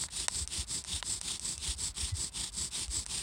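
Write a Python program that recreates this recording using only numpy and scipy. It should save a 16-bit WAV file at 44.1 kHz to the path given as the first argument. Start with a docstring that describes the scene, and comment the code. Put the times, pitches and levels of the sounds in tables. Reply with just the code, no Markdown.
"""Dry wooden rasps come and go in quick alternation, heard close by: a bow drill on the forest floor.
A spindle spins to and fro in the charred socket of a board; tiny random slips, coloured as wood on char,
swell and die with its speed, and pulls add a thin chattering squeak. Damped modes click, mostly at the turns.
The board grumbles, soft low thuds sag in pitch, and two faint whistles sound over quiet air."""
import sys
import numpy as np
from scipy import signal
from scipy.fft import rfft, irfft, next_fast_len
from scipy.io import wavfile
from scipy.ndimage import uniform_filter1d, map_coordinates

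SR = 44100
rng = np.random.default_rng(int(sys.argv[2]) if len(sys.argv) > 2 else 0)


def wav_record(signal):
    """Record a signal, one row per channel, as 16-bit PCM in the file named by sys.argv[1]."""
    frames = np.transpose(np.atleast_2d(signal))
    bounded = np.clip(frames, -1, 1)
    # unit amplitude maps onto the largest positive 16-bit level
    quanta = np.round(bounded * 32767).astype(np.int16)
    wavfile.write(sys.argv[1], SR, quanta)


N = 142002  # length in samples

# Bow pulls: start/s, cord taut/s, end/s, rasp level/dB, squeak level/dB,
# fastest moment [share of the time from taut to end]
PULLS = [(-.12, -0.115, 0.074, -0.5, -1, 0.76), (0.28, .29, 0.46, -0.5, 1.5, 0.56),
         (.663, 0.663, 0.83, 0, -1.5, 0.53), (1.028, 1.031, 1.203, 0, 0.5, 0.51),
         (1.392, 1.401, 1.578, -.5, 0, 0.46), (1.76, 1.767, 1.924, 0, 0, 0.49),
         (2.134, 2.134, 2.302, -0.5, -2, 0.56), (2.517, 2.523, 2.702, 0, 1, 0.52),
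         (2.878, 2.888, 3.05, 0, 2, .5)]
# Bow pushes: start/s, cord taut/s, end/s, rasp level/dB, fastest moment [share of the time from taut to end]
PUSHES = [(.1, 0.109, 0.2752, 0, 0.54), (0.475, .488, .653, 0, 0.59), (.846, 0.853, 1.013, -0.5, 0.59),
          (1.204, 1.219, 1.39, 0, .43), (1.574, 1.587, 1.757, 0.5, 0.63), (1.94, 1.948, 2.135, -0.5, 0.37),
          (2.315, 2.325, 2.507, -.5, 0.5), (2.705, 2.707, 2.877, 0.5, 0.43),
          (3.057, 3.073, 3.253, 0.5, 0.45)]

TURNS_PER_S = 31  # spindle at full speed
CREEP, BREAKAWAY_S = 0.16, 0.0082  # speed while the cord takes up its slack; time to reach it


def amp(db):
    """Decibels to gain."""
    return 10 ** (np.asarray(db) / 20)


def unit(x):
    """x at rms 1."""
    return x / np.sqrt(np.mean(x ** 2) + 1e-20)


def along(points, hz):
    """Values at hz, read between (f/Hz, value) points on a log frequency axis."""
    f, v = np.transpose(points)
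    return np.interp(np.log(hz + 1), np.log(f + 1), v)


def filtered(x, response):
    """x with its spectrum multiplied by a response of frequency."""
    m = next_fast_len(N + 8192)  # padded
    hz = np.fft.rfftfreq(m, 1 / SR)
    return irfft(rfft(x, m) * response(hz), m)[..., :N]


def coloured(x, spectrum):
    """x shaped by (f/Hz, level/dB) points, at rms 1."""
    return unit(filtered(x, lambda hz: amp(along(spectrum, hz))))


def wobble(rate):
    """A smooth random curve through rate knots a second."""
    knots = rng.standard_normal(int(N * rate / SR) + 4)
    return map_coordinates(knots, [np.arange(N) * rate / SR])


def speed(start, taut, end, fastest):
    """Spindle speed 0-1 in one stroke: it creeps until the cord is taut, then runs through an arch to rest."""
    t = np.arange(N) / SR
    top = taut + fastest * (end - taut)
    arch = np.sin(np.pi * np.interp(t, [taut, top, end], [0, 0.5, 1])).clip(0)
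    creep = CREEP * np.interp(t, [start, start + BREAKAWAY_S, top], [0, 1, 0])
    return np.maximum(arch, creep)


def stroke_speeds(strokes):
    """One spindle speed curve for each stroke."""
    return [speed(*row[:3], row[-1]) for row in strokes]


def fibres(pace, slips_per_s, size_db, turn_db, clump_db, clump_rate):
    """Tiny slips of wood on char: denser at speed, in clumps, and stronger once a turn."""
    chance = np.clip(slips_per_s * (0.3 + pace) / SR, 0, 1)
    hits = rng.random(N) < chance
    sizes = rng.standard_normal(N) * amp(size_db * rng.standard_normal(N))
    slips = hits * sizes / np.sqrt(chance)  # even power at any density
    angle = 2 * np.pi * (np.cumsum(pace) * TURNS_PER_S / SR + rng.random())
    return slips * amp(turn_db * np.sin(angle) + clump_db * wobble(clump_rate))


def pulls():
    """A bright rasp; near full speed the spindle chatters in a narrow squeak."""
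    # Colour of the pull rasp: f/Hz, level/dB
    pull_colour = [(300, -48), (650, -26), (950, -17), (1550, -22), (2000, -18.5), (2850, -18),
                   (3600, -8.5), (4250, -9.5), (4650, -5), (5250, -5.5), (5950, -11.5), (6950, -10),
                   (7600, -3.5), (8400, -0.5), (8850, -7), (9300, -6.5), (9600, -15.5), (10000, -13),
                   (10700, -21.5), (12200, -31.5), (15500, -33.5)]
    # Narrow band of the squeak: f/Hz, level/dB
    squeak_colour = [(6500, -35), (7300, -4), (7850, 10), (8300, -10), (8800, -12), (9600, -35)]
    rasp_db, rasp_grows = -36, 0.93  # level at full speed; loudness as a power of speed
    squeak_db, squeak_grows = -39.5, 3.8

    speeds = stroke_speeds(PULLS)
    pace = sum(speeds)
    rasp_swell = sum(amp(row[3]) * v ** rasp_grows for row, v in zip(PULLS, speeds))
    squeak_swell = sum(amp(row[4]) * v ** squeak_grows for row, v in zip(PULLS, speeds))
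    slips = fibres(pace, slips_per_s=16000, size_db=-1.5, turn_db=1.5, clump_db=-0.6, clump_rate=380)
    chatter = fibres(pace, slips_per_s=6300, size_db=-1.0, turn_db=2.2, clump_db=3.5, clump_rate=270)
    rasp = amp(rasp_db) * rasp_swell * coloured(slips, pull_colour)
    squeak = amp(squeak_db) * squeak_swell * coloured(chatter, squeak_colour)
    return rasp + squeak


def shifting(x, depth_db):
    """The colour of the rubbing drifts at random as the contact wanders round the socket."""
    z = signal.stft(x, nperseg=256)[2]
    field = rng.standard_normal(z.shape)
    field = uniform_filter1d(field, size=3, axis=0)  # smooth over frequency
    field = uniform_filter1d(field, size=22, axis=1)  # smooth over time
    return signal.istft(z * amp(depth_db * unit(field)), nperseg=256)[1][:N]


def pushes():
    """A broader, steadier rasp as the spindle spins the other way."""
    # Colour of the push rasp: f/Hz, level/dB
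    push_colour = [(300, -27), (620, -20), (850, -11.5), (1550, -15.5), (2100, -12), (3000, -6.5),
                   (3600, -0.5), (4300, -4.5), (4800, -1.5), (5400, -2), (6100, -9), (6900, -5), (7800, -1),
                   (8500, .5), (9300, -1), (9650, -10), (10100, -14), (10700, -19.5), (12200, -27.5),
                   (15500, -29.5)]
    rasp_db, rasp_grows = -36, 0.9  # level at full speed; loudness as a power of speed

    speeds = stroke_speeds(PUSHES)
    swell = sum(amp(row[3]) * v ** rasp_grows for row, v in zip(PUSHES, speeds))
    slips = fibres(sum(speeds), slips_per_s=16000, size_db=1.0, turn_db=1.5, clump_db=0.5, clump_rate=600)
    return amp(rasp_db) * swell * coloured(shifting(slips, depth_db=1.3), push_colour)


def ring(modes, scatter_db):
    """One short ring of damped wooden modes, each a decaying cosine, with peak 1."""
    contact_s = 0.0001  # time constant of the attack
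    t = np.arange(SR // 20) / SR
    x = np.zeros(len(t))
    for hz, db, t60 in modes:
        decay = amp(db + scatter_db * rng.normal() - 60 * t / t60)
        x += decay * np.cos(2 * np.pi * hz * t)
    x = x * (1 - np.exp(-t / contact_s))
    return x / np.abs(x).max()


def clicks():
    """The spindle jumps across the socket and rings itself, the board and the socket's rim."""
    # Knocks in the socket, peaks ahead of the band filter:
    # t/s, spindle tick level/dB, board knock level/dB, socket rim level/dB
    socket_knocks = [(0.0377, -29, -27.5, -33), (0.0856, -40, -36, -43), (0.089, -45, -40, -56),
                     (.283, -8, -16, -19.5), (.4757, -19, -49, -43), (.8399, -26, -57, -44),
                     (0.8478, -27, -34, -44), (1.0268, -25, -21, -21), (1.2138, -18, -33.5, -39),
                     (1.3959, -21, -46, -52), (1.5795, -22, -46, -45), (2.8811, -29, -44, -38),
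                     (3.0585, -36, -44, -48), (3.0638, -21, -34.5, -39)]
    # Modes of the spindle, the board and the socket's rim: f/Hz, relative level/dB, t60/s
    spindle_modes = [(3880, -11.5, 0.0045), (5680, -4.5, 0.0034), (6140, -4.5, 0.0038), (7920, -0.5, 0.003),
                     (8490, -1.5, 0.0052)]
    board_modes = [(774, -13, 0.0048), (1012, -10.5, 0.021), (1440, 0.5, 0.0047), (1846, 3, 0.0048),
                   (3670, -3.5, 0.0082)]
    rim_modes = [(2960, 7, 0.0076), (3270, 12, 0.0038)]
    click_band_hz = (530, 9300)  # band edges f/Hz: the clicks are heard only within this band

    out = np.zeros(N + SR)
    for s, *levels in socket_knocks:
        bodies = zip(levels, (spindle_modes, board_modes, rim_modes))
        x = sum(amp(db) * ring(modes, scatter_db=1.04) for db, modes in bodies)
        out[round(s * SR):][:len(x)] += x
    band = signal.butter(4, click_band_hz, "bandpass", fs=SR, output="sos")
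    return signal.sosfilt(band, out[:N])


def ground(x, wet_db, t60):
    """A faint, short scatter off the ground and the leaf litter: a decaying noise tail."""
    t = np.arange(SR // 4) / SR
    tail = rng.standard_normal(len(t)) * amp(-60 * t / t60)
    return x + amp(wet_db) * signal.fftconvolve(x, tail / np.linalg.norm(tail))[:N]


def grind():
    """The board grumbles under every stroke: low noise that follows the spindle's speed."""
    # Colour of the board's low grumble: f/Hz, level/dB
    grumble_colour = [(25, -33), (52, 0.5), (110, -4), (170, -3.5), (260, -10.5), (380, -10.5), (480, -20),
                      (1000, -38.5)]
    grind_db, grind_grows = -49.5, 1  # level at full speed; loudness as a power of speed
    pace = sum(stroke_speeds(PULLS + PUSHES))
    return amp(grind_db) * pace ** grind_grows * coloured(rng.standard_normal(N), grumble_colour)


def thuds():
    """The work sends soft low bumps of a few cycles each through the ground, sagging in pitch."""
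    # Thuds: time of the swell's peak t/s, level/dB, pitch there f/Hz
    ground_bumps = [(.367, -41.5, 68), (0.427, -32.5, 70.6), (.597, -31.5, 70.6), (.953, -36, 72.5),
                    (1.586, -41.5, 79), (1.696, -32, 65), (1.768, -41, 66), (1.903, -39.5, 62.7),
                    (2.037, -31, 70.6), (2.135, -27.5, 93.2), (2.19, -42, 62), (2.393, -40, 64),
                    (2.615, -40, 69.5), (2.895, -32, 60.2), (2.989, -35, 73.84)]
    rise_s, fall_s, sag_per_s = 0.012, 0.02, 9.4  # swell, fade, share of its pitch lost a second
    out = np.zeros(N)
    for s, db, hz in ground_bumps:
        t = np.arange(N) / SR - s
        swell = np.exp(-(t / np.where(t < 0, rise_s, fall_s)) ** 2)
        cycles = hz * t * (1 - sag_per_s * t / 2) + rng.random()
        out += amp(db) * swell * np.sin(2 * np.pi * cycles)
    return out


def whistles():
    """Brief steady sine tones under bell-shaped swells, in the lulls between strokes."""
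    # Faint thin whistles: centre t/s, length/s, f/Hz, peak level/dB
    thin_tones = [(1.588, 0.053, 2650, -59), (2.12, .075, 2002, -58.5)]
    t = np.arange(N) / SR
    out = np.zeros(N)
    for s, length, hz, db in thin_tones:
        swell = np.exp(-(2 * (t - s) / length) ** 2)
        out += amp(db) * swell * np.sin(2 * np.pi * hz * t)
    return out


def air():
    """Quiet forest air: steady noise, strongest in the bass."""
    # Colour of the air: f/Hz, level/dB
    air_colour = [(20, -38), (45, 5.5), (65, 6), (110, -10), (250, -17.5), (500, -23), (1000, -20),
                  (2000, -25.5), (4000, -29.5), (9000, -42), (15000, -44)]
    return amp(-54.5) * coloured(rng.standard_normal(N), air_colour)


def scene():
    """The drill over quiet forest air, almost mono; a faint quarter-cycle-shifted side gives the width."""
    # Stereo width: f/Hz, side over mid level/dB
    width = [(300, -73), (1200, -54), (2500, -39.5), (5000, -66), (9000, -67), (13000, -39)]
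    click_side_db = 15  # extra clicks in the side feed: a little wider than the rasp

    knocks = clicks()
    drill = ground(pulls() + pushes() + knocks, wet_db=-20.5, t60=0.075)
    mid = drill + grind() + thuds() + whistles() + air()
    side_feed = mid + amp(click_side_db) * knocks
    side = filtered(side_feed, lambda hz: 1j * amp(along(width, hz)))
    return np.array([mid + side, mid - side])


def record(dry):
    """A steep band limit: nothing passes from 15.9 kHz up."""
    return filtered(dry, lambda hz: hz < 15900)


dry = scene()
out = record(dry)
wav_record(out)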